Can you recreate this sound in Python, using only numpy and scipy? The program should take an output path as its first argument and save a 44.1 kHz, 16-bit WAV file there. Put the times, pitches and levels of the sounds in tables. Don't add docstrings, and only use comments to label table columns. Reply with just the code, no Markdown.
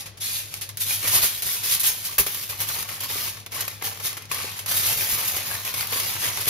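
import sys
import numpy as np
from scipy import signal
from scipy.fft import rfft, irfft, next_fast_len
from scipy.io import wavfile
from scipy.ndimage import map_coordinates

SR = 44100
rng = np.random.default_rng(int(sys.argv[2]) if len(sys.argv) > 2 else 0)


def put_to_file(sound):
    columns = np.atleast_2d(sound).T
    safe = np.clip(columns, -1, 1)
    whole_steps = np.round(safe * 32767)
    wavfile.write(sys.argv[1], SR, whole_steps.astype(np.int16))


N = 286209
BAND_LIMIT_HZ = 15750


# (frequency [Hz], relative level [dB])
CREASE_SPECTRUM = [(200, -40), (800, -21), (1500, -8), (2300, -4), (3200, -1.5), (4300, 0), (7000, 0),
                   (9000, 4.5), (11000, 3.5), (12500, 1.2), (14200, 2.5), (15700, 1.5)]
SHEET_SPECTRUM = [(60, -8), (150, -17), (280, -6.5), (430, 0.5), (750, -0.5), (1130, 4.5), (1420, -1),
                  (2200, 5), (4000, -4.5), (8000, -56), (16000, -34)]

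def crinkle(work, flex, crease_db=4.0, flex_db=-3, clump_db=0.4, crisp_from_db=-18.5):
    density = (unit(work) + 0.11) ** .5
    clumps = amp(clump_db * wobble(90))
    fine = facets(buckles(4200 * density, scatter_db=1.0), pitch_hz=5985, log_spread=0.94,
                  decay_cycles=36, ping_gain=0.38, flutter_t60_s=0.0086, count=12)
    broad = facets(buckles(1400 * density, scatter_db=4.5), pitch_hz=1715, log_spread=0.912,
                   decay_cycles=13.0, ping_gain=0.24, flutter_t60_s=0.016, count=8)
    creases = amp(crease_db) * work * unit(colour(fine, CREASE_SPECTRUM) * clumps / np.sqrt(density))
    sheet = amp(flex_db) * flex * unit(colour(broad, SHEET_SPECTRUM) * clumps / np.sqrt(density))
    treble_gain = (work / amp(crisp_from_db)) ** 0.24 * (work / flex) ** 0.2
    return tighten(creases, treble_gain) + sheet


def buckles(rate_hz, scatter_db):
    sizes = amp(scatter_db * np.clip(rng.standard_normal(N), -2, 2.5))
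    return (rng.random(N) < rate_hz / SR) * sizes * rng.choice([-1, 1], N)


def facets(clicks, pitch_hz, log_spread, decay_cycles, ping_gain, flutter_t60_s, count):
    t, block = np.arange(SR // 60) / SR, SR // 16
    out = np.zeros((2, N))
    for start in range(0, N, block):
        part = clicks[start:start + block]
        facet_clicks = part * (rng.integers(count, size=len(part)) == np.arange(count)[:, None])
        hz = np.minimum(pitch_hz * np.exp(log_spread * rng.uniform(-1, 1, (count, 1, 1))), BAND_LIMIT_HZ)
        flutter = rng.standard_normal((count, 2, len(t))) * amp(-60 * t / flutter_t60_s)
        phase = 2 * np.pi * (hz * t + rng.random((count, 2, 1)))
        ping = np.sin(phase) * np.exp(-hz * t / decay_cycles) * np.sqrt(hz)
        response = unit(flutter) + ping_gain * unit(ping)
        add(out, start / SR, signal.fftconvolve(facet_clicks[:, None], response, axes=2).sum(0))
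    return unit(out)


def tighten(x, treble_gain, split_hz=7500):
    mids = signal.sosfiltfilt(signal.butter(2, split_hz, fs=SR, output="sos"), x)
    return (mids + treble_gain * (x - mids)) * np.sqrt(2 / (1 + treble_gain ** 2))


# (time [s], rise [s], length [s], level [dB], sheet flex re level [dB])
HAND_STROKES = [(-0.02, 0.017, 0.021, -33, -8.5), (0.199, 0.022, .19, -29, -16.5),
                (0.791, 0.028, 0.028, -23, -22), (0.832, 0.067, 0.11, -25, -13),
                (1.007, 0.044, 0.081, -28, -2), (1.094, 0.054, .075, -18.5, -8),
                (1.2, 0.026, 0.056, -21, -22), (1.435, 0.041, 0.12, -29, -11.5),
                (1.62, 0.14, 0.12, -22, -12.5), (1.831, 0.045, 0.045, -19, -15),
                (2.034, 0.0163, 0.026, -31.5, -10.5), (2.1, 0.02, 0.021, -36.5, -2.5),
                (2.255, 0.029, 0.18, -34.5, -7.5), (2.479, 0.021, 0.027, -32, -4),
                (2.581, 0.015, 0.033, -33, -2), (2.665, 0.015, 0.14, -31.5, -3.5),
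                (2.875, 0.015, 0.081, -36.5, -2.5), (2.997, 0.044, 0.043, -29, -4.5),
                (3.076, 0.021, 0.21, -30.5, -5.5), (3.505, 0.045, 0.12, -33, -0.5),
                (3.807, 0.011, 0.016, -42.5, 7.5), (3.829, 0.014, 0.046, -29, -4.5),
                (4.016, 0.043, 0.057, -26.5, -7.5), (4.192, .015, 0.032, -55.5, 9),
                (4.286, 0.038, 0.17, -33, -1.5), (4.5, 0.02, 0.12, -40.5, -1),
                (4.667, 0.023, 0.14, -26.5, -6.5), (4.817, 0.018, 0.11, -26, -6),
                (4.938, 0.04, 0.12, -29, -5), (5.065, 0.031, 0.083, -27.5, -4.5),
                (5.188, 0.02, 0.13, -31.5, -3.5), (5.33, 0.014, 0.075, -33, 2),
                (5.438, 0.023, 0.12, -33.5, 0.5), (5.632, 0.023, 0.065, -32.5, -2.5),
                (5.733, 0.047, 0.09, -29, -3), (5.886, 0.038, 0.12, -29, -4.5),
                (6.004, 0.028, 0.15, -31, -3.5), (6.163, 0.067, 0.12, -28.5, -2),
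                (6.328, 0.041, 0.058, -34, -1), (6.461, 0.022, 0.03, -21.5, -4)]
# (time [s], level [dB])
GRIP_CURVES = [
    [(0.21, -49), (0.41, -40.5), (0.5, -42.5), (0.57, -36.5)],
    [(0.8, -39), (1.018, -32.5), (1.4, -32.5)],
    [(1.43, -33.5), (1.644, -33), (1.78, -50.5), (1.95, -34.5), (2.15, -37.5)],
    [(2.2, -39), (3.206, -43), (3.4, -43)],
    [(3.53, -46), (3.72, -39.5), (3.8, -49.5), (3.93, -41.5), (4.26, -49)],
    [(4.32, -52), (4.5, -35), (4.55, -45), (4.585, -35), (4.61, -46)],
    [(4.685, -34), (4.826, -31), (5.55, -35.5), (5.61, -36.5), (5.8, -41.5), (5.895, -36), (5.97, -35.5),
     (6.49, -33)],
]

def hand_effort(crease_fall_db_per_s=269, sheet_fall_db_per_s=159, grip_work_db=-1, grip_flex_db=-12):
    work, flex, grip = np.zeros((3, N))
    for s, rise_s, length_s, db, flex_db in HAND_STROKES:
        work = np.maximum(work, amp(db) * stroke(s, rise_s, length_s, crease_fall_db_per_s))
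        flex = np.maximum(flex, amp(db + flex_db) * stroke(s, rise_s, length_s, sheet_fall_db_per_s))
    for hold in GRIP_CURVES:
        start_s, end_s = hold[0][0], hold[-1][0]
        grip += amp(curve(hold)) * stroke(start_s, 0.019, end_s - start_s, crease_fall_db_per_s)
    return np.hypot(work, amp(grip_work_db) * grip), np.hypot(flex, amp(grip_flex_db) * grip)


def stroke(start_s, rise_s, length_s, fall_db_per_s):
    t = np.arange(N) / SR - start_s
    return np.clip(t / rise_s, 0, 1) * amp(-fall_db_per_s * np.maximum(t - length_s, 0))


# (time [s], level [dB], relative flap [dB], run t60 [s], relative crack [dB])
FACET_SNAPS = [(0.0578, -33, -6, 0.14, -2), (0.172, -39, -8, 0.11, 6), (0.213, -36, -19, 0.08, -6),
               (0.541, -32, -39, 0.097, 17.5), (0.612, -26, -11.5, 0.17, 3), (0.691, -32, -7, 0.084, 9.5),
               (0.7721, -27, -23, 0.087, 10), (0.8085, -28, -21, 0.054, 5), (0.928, -24, -22, 0.049, -1),
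               (1.073, -18.5, -28, 0.16, -7), (1.156, -23, -9, 0.08, 0), (1.2305, -23, 1, 0.13, 0),
               (1.24, -27, -19, 0.04, 0), (1.391, -41, -13, 0.03, 5), (1.4225, -23.5, -13.5, 0.14, 9),
               (1.468, -27, -12, 0.037, 9), (1.63, -23.5, -13.5, 0.43, 0), (1.711, -21.5, -21, 0.13, -2),
               (1.721, -20, -25, 0.11, -3), (1.749, -20.5, -23, 0.049, 6), (1.797, -19.5, -23, 0.16, 5),
               (1.8343, -20, -11, 0.15, 7), (2.05, -26, -24, 0.18, 0), (2.1823, -13.5, -6.5, 0.1, -1),
               (2.194, -15, -13, 0.11, -6), (2.2639, -22, -3.5, 0.09, 2), (2.346, -25.5, -7, 0.054, 0),
               (2.497, -28, -12, 0.073, -10), (2.604, -22.5, -8, 0.21, 6.5), (2.687, -24, -13, 0.069, -6),
               (2.75, -29, -10, 0.072, -1), (2.8265, -25.5, -4, 0.035, 3), (2.8887, -30, -0.5, 0.076, -2),
               (3.004, -25, -12, 0.071, 1), (3.034, -31, -16, 0.05, -2), (3.099, -36.5, 8, 0.093, -1),
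               (3.371, -37.5, 0.5, 0.039, 11), (3.401, -42, -5, 0.037, 4),
               (3.4627, -33.5, -1.5, 0.054, 9.5), (3.52, -33, -1, 0.11, 8), (3.607, -20, -23, 0.052, 1),
               (3.651, -32, -10, 0.03, 4), (3.664, -44, -14, 0.037, 3), (3.6795, -24.5, -8, 0.051, 9),
               (3.8239, -29, -1, 0.04, 8.5), (3.926, -34, -18, 0.036, 1), (3.974, -35, -1, 0.02, 6),
               (3.999, -33.5, 1, 0.1, 6.5), (4.05, -30, -6, 0.046, -1), (4.129, -32, -1, 0.035, 5),
               (4.169, -30.5, -1.5, 0.093, 4), (4.2203, -34.5, -11, 0.043, -3),
               (4.254, -38, -10, 0.031, -3), (4.3161, -23, -7.5, 0.11, 9), (4.318, -36, -1, 0.019, 12.5),
               (4.345, -24, -17, 0.04, 7), (4.59, -26.5, -6, 0.069, 0), (4.661, -26.5, -4.5, 0.073, 7),
               (4.713, -23.5, -2, 0.062, 5), (4.764, -21, -13, 0.11, -2), (4.865, -20.5, -13, 0.099, -2),
               (5.015, -27, -4, 0.096, 0), (5.108, -23.5, -14, 0.19, -5), (5.182, -24.5, -5.5, 0.18, 5),
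               (5.278, -21.5, -18, 0.11, -1), (5.365, -23, -11, 0.075, 0), (5.649, -27, -5, 0.069, -2),
               (5.662, -31, -14, 0.13, -2), (5.741, -25, -4.5, 0.077, 6), (5.8084, -27, -26, 0.048, 6),
               (5.872, -28, -18, 0.037, 10), (5.925, -28.5, 2, 0.13, 7), (5.969, -26, -5, 0.15, -6),
               (6.0, -25, -15, 0.05, 8), (6.24, -27, 1, 0.12, 2), (6.372, -25, 0, 0.042, -1),
               (6.405, -24.5, -8.5, 0.17, 6), (6.455, -26.5, -2, 0.044, 4), (6.476, -22, -2, 0.09, -4)]

def snaps(run_db=4.5, click_db=5.0, crack_t60_s=0.0073, flap_db=-1, crisp_from_db=-22):
    t = np.arange(SR // 3) / SR
    cracks, flaps = np.zeros((2, 2, N))
    force = np.zeros(N)
    for s, db, low_db, t60_s, crack_db in FACET_SNAPS:
        run = amp(run_db - 60 * t / t60_s) * (1 - np.exp(-t / (0.021 * t60_s)))
        burst = amp(db) * np.hypot(run, amp(crack_db - 60 * t / crack_t60_s))
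        add(force, s, burst)
        add(cracks, s, burst * rng.standard_normal((2, len(t))))
        add(cracks, s, amp(db + crack_db + click_db) * np.array([[1], [0]]))
        add(flaps, s, amp(flap_db + low_db - run_db) * burst * rng.standard_normal((2, len(t))))
    treble_gain = (force / amp(crisp_from_db)) ** 0.4
    return tighten(colour(cracks, CREASE_SPECTRUM), treble_gain) + colour(flaps, SHEET_SPECTRUM)


# (time [s], pitch [Hz], level [dB])
FACET_POPS = [(0.539, 2290, -26), (0.909, 2430, -21.5), (1.49, 1930, -25.5), (2.092, 1120, -32.5),
              (2.1807, 1650, -23.5), (2.189, 2660, -17), (3.465, 2900, -33), (3.68, 2450, -26),
              (3.824, 2070, -25), (4.3138, 2460, -21), (5.009, 2370, -20), (5.512, 1640, -24.5),
              (5.552, 1740, -25.5), (5.677, 2480, -21.5), (5.778, 1040, -30), (5.808, 4570, -15.5),
              (5.828, 2110, -25), (6.242, 1650, -26), (6.373, 1150, -31)]

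def pops(ring_db=1, rise_s=0.00018, decay_cycles=6.5, drift_rad=0.04, tick_db=-7, tick_t60_s=0.017):
    t = np.arange(SR // 20) / SR
    rings, ticks = np.zeros((2, 2, N))
    for s, hz, db in FACET_POPS:
        drift = drift_rad * np.cumsum(rng.standard_normal((2, len(t))), axis=1)
        ring = np.sin(2 * np.pi * (hz * t + rng.random((2, 1))) + drift) * np.exp(-hz * t / decay_cycles)
        add(rings, s, amp(db + ring_db) * ring * (1 - np.exp(-t / rise_s)))
        add(ticks, s, amp(db + tick_db - 60 * t / tick_t60_s) * rng.standard_normal((2, len(t))))
    return rings + colour(ticks, SHEET_SPECTRUM)


# (time [s], rise [s], length [s], level [dB])
FOIL_DRAGS = [(1.658, 0.04, 0.1, -30.5), (1.835, 0.018, 0.041, -30.5), (4.764, 0.02, 0.05, -40),
              (4.827, 0.023, 0.036, -30)]
# (frequency [Hz], relative level [dB])
RASP_SPECTRUM = [(500, -36), (2200, -2), (3500, -2), (5800, -6), (7500, -8), (15000, -26)]

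def scrapes(fall_db_per_s=450):
    drag = sum(amp(db) * stroke(s, rise_s, length_s, fall_db_per_s)
               for s, rise_s, length_s, db in FOIL_DRAGS)
    slips = facets(buckles(2500, scatter_db=8.0), pitch_hz=4700, log_spread=0.396,
                   decay_cycles=7.3, ping_gain=1.0, flutter_t60_s=0.004, count=16)
    return drag * unit(colour(slips, RASP_SPECTRUM))


# (time [s], gain [dB])
SHEEN_CURVE = [(0, -6), (0.6, -4), (0.7, -3), (1.0, -1), (2.05, 0), (2.2, 2.5), (2.4, 3.5), (2.5, 2),
               (3.6, -0.5), (4.0, 1.5), (4.4, -4), (4.7, 0.5), (5.2, 3.5), (5.45, 2), (5.8, 1.5),
               (6.49, -1.5)]

def sheen(x, split_hz=12000):
    treble = signal.sosfiltfilt(signal.butter(4, split_hz, "high", fs=SR, output="sos"), x)
    return x + (amp(curve(SHEEN_CURVE)) - 1) * treble


# (time [s], level [dB], relative rocking [dB])
DISH_NUDGES = [(1.155, -50, 2), (1.236, -49, 12), (1.455, -59, 11), (2.185, -38, 1), (2.197, -25.5, -6.5),
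               (2.266, -33, -15), (3.157, -35, -25), (4.444, -34.5, -23), (4.96, -56, 11), (5.128, -56, 16),
               (5.96, -36, -12), (6.471, -33, -15)]
# (time [s], level [dB])
FINGER_TAPS = [(2.181, -28), (2.296, -46), (2.5297, -36), (3.565, -30), (3.681, -34.5), (3.8227, -33),
               (4.3147, -21), (4.3455, -37)]
# (frequency [Hz], level [dB], t60 [s])
BASE_MODES = [(302, 10, 0.024), (402.5, 8, 0.06), (480, 8, 0.016)]
ROCKING_MODES = [(64, 10.5, 0.11), (146.3, 6, 0.16), (213, 10.5, 0.059)]
RIM_MODES = [(1116, 6, 0.031), (2070, -22, .02)]

def dish():
    base_blows = [(s, db) for s, db, _ in DISH_NUDGES]
    rocking_blows = [(s, db + rock_db) for s, db, rock_db in DISH_NUDGES]
    base = knocks(base_blows, BASE_MODES, gain_db=-6, attack_s=0.00096)
    rocking = knocks(rocking_blows, ROCKING_MODES, gain_db=-7, attack_s=0.0015)
    rim = knocks(FINGER_TAPS, RIM_MODES, gain_db=-2, attack_s=0.00097)
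    return base + rocking + rim


def knocks(blows, modes, gain_db, attack_s):
    t, out = np.arange(SR // 3) / SR, np.zeros(N)
    for s, db in blows:
        ring = sum(amp(mode_db + rng.normal(0, 1.2) - 60 * t / t60_s) * np.sin(2 * np.pi * hz * t)
                   for hz, mode_db, t60_s in modes)
        add(out, s, amp(db + gain_db) * ring * (1 - np.exp(-t / attack_s)))
    return np.array([out, out])


def hand_rumble(flex, gain_db=-15):
    spectrum_hz_db = [(20, -44), (50, -17.0), (90, 3.5), (200, -8.0), (350, -14.0), (1500, -74)]
    return amp(gain_db) * flex * colour(rng.standard_normal((2, N)), spectrum_hz_db)


# (frequency [Hz], level [dB])
HUM_LINES = [(99.9, -50.5), (107.8, -56.5), (137, -66.5), (143.8, -68.5)]
# (time [s], gain [dB])
HUM_CURVE = [(0, -1), (0.6, -0.5), (0.72, 3), (1.05, 3.5), (1.35, -2.5), (1.97, -4), (2.4, -6), (2.58, 3),
             (2.8, -1.5), (3.4, 0), (3.8, 1), (4.25, -1.5), (4.9, 4.5), (5.3, -4), (5.8, 1), (6.49, 3)]
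# (frequency [Hz], relative level [dB])
RUSH_SPECTRUM = [(20, -16), (32, -16), (50, -3), (90, -7), (150, -2.5), (250, -11), (600, -10.5),
                 (1000, -18), (1500, -18.5), (5000, -19), (16000, -68)]

def refrigerator(rush_db=-52, hum_gain_db=0.5, waver_rad=0.42):
    t, hum = np.arange(N) / SR, np.zeros(N)
    for hz, db in HUM_LINES:
        phase = 2 * np.pi * (hz * t + rng.random()) + waver_rad * wobble(2.13)
        hum += amp(db) * np.sqrt(2) * np.sin(phase)
    rush = colour(rng.standard_normal((2, N)), RUSH_SPECTRUM)
    return amp(hum_gain_db + curve(HUM_CURVE)) * hum + amp(rush_db) * rush


# (frequency [Hz], t60 [s])
KITCHEN_DECAY = [(200, 0.15), (1500, 0.67), (6000, 0.46), (15000, 0.24)]

def kitchen(x, wet_db=-10.5, onset_s=0.00046):
    wet, block = np.zeros((2, N)), SR // 4
    for start in range(0, N, block):
        hz, t, noise = signal.stft(rng.standard_normal((2, SR // 2)), SR, nperseg=256)
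        envelope = amp(-60 * t / along(KITCHEN_DECAY, hz)[:, None]) * (1 - np.exp(-t / onset_s))
        _, tail = signal.istft(noise * envelope, SR, nperseg=256)
        tail /= np.linalg.norm(tail[0])
        add(wet, start / SR, signal.fftconvolve(x[:, start:start + block], tail, axes=1))
    return x + amp(wet_db) * wet


# (frequency [Hz], coherence [0-1])
STEREO_COHERENCE = [(150, .97), (450, .72), (900, .3), (2500, .25), (5500, .15), (6800, .55), (7700, 1),
                    (9000, 1), (10300, .93), (15000, .93)]
# (frequency [Hz], left minus right [dB])
STEREO_BALANCE = [(35, 1), (100, 3.5), (200, 2), (280, -0.5), (400, 0.5), (550, 4.5), (1100, 1.7),
                  (2000, 2.6), (4500, 1), (7500, 0)]
# (frequency [Hz], right lead [deg])
STEREO_PHASE = [(4200, 0), (6500, 95), (7700, 176), (9000, 184), (10300, 268), (11700, 356), (13100, 364),
                (14400, 445), (15700, 535)]

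def stereo_image(x):
    size = next_fast_len(N + SR // 10)
    hz = np.fft.rfftfreq(size, 1 / SR)
    shared, unshared = rfft(x, size)
    coherence = np.clip(along(STEREO_COHERENCE, hz), 0, 1)
    mid = shared * np.sqrt((1 + coherence) / 2)
    side = unshared * np.sqrt((1 - coherence) / 2)
    lean = amp(along(STEREO_BALANCE, hz) / 2) * np.exp(-1j * np.radians(along(STEREO_PHASE, hz)) / 2)
    return irfft(np.array([(mid + side) * lean, (mid - side) / lean]), size)[:, :N]


def amp(db):
    return 10 ** (np.asarray(db) / 20)


def unit(x):
    return x / np.sqrt(np.mean(x ** 2) + 1e-20)


def along(points, hz):
    knots_hz, values = np.transpose(points)
    return np.interp(np.log(hz + 1), np.log(knots_hz + 1), values)


def curve(rows):
    return np.interp(np.arange(N) / SR, *np.transpose(rows))


def wobble(rate_hz):
    knots = rng.standard_normal(int(N * rate_hz / SR) + 4)
    return map_coordinates(knots, [np.arange(N) * rate_hz / SR], order=1)


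def add(track, time_s, sound):
    start = max(round(time_s * SR), 0)
    part = track[..., start:start + sound.shape[-1]]
    part += sound[..., :part.shape[-1]]


def colour(x, spectrum):
    size = 2 ** 12
    gain = unit(amp(along(spectrum, np.fft.rfftfreq(size, 1 / SR))))
    cepstrum = irfft(np.log(gain))
    cepstrum[1:size // 2] *= 2
    cepstrum[size // 2 + 1:] = 0
    response = irfft(np.exp(rfft(cepstrum)))
    return signal.fftconvolve(x, response[None], axes=1)[:, :N]


def scene():
    work, flex = hand_effort()
    foil = sheen(crinkle(work, flex) + snaps() + pops() + scrapes())
    return stereo_image(kitchen(foil + dish()) + hand_rumble(flex) + refrigerator())


def record(dry):
    size = next_fast_len(N + SR // 10)
    passband = np.fft.rfftfreq(size, 1 / SR) < BAND_LIMIT_HZ
    return irfft(rfft(dry, size) * passband, size)[:, :N]


dry = scene()
out = record(dry)
put_to_file(out)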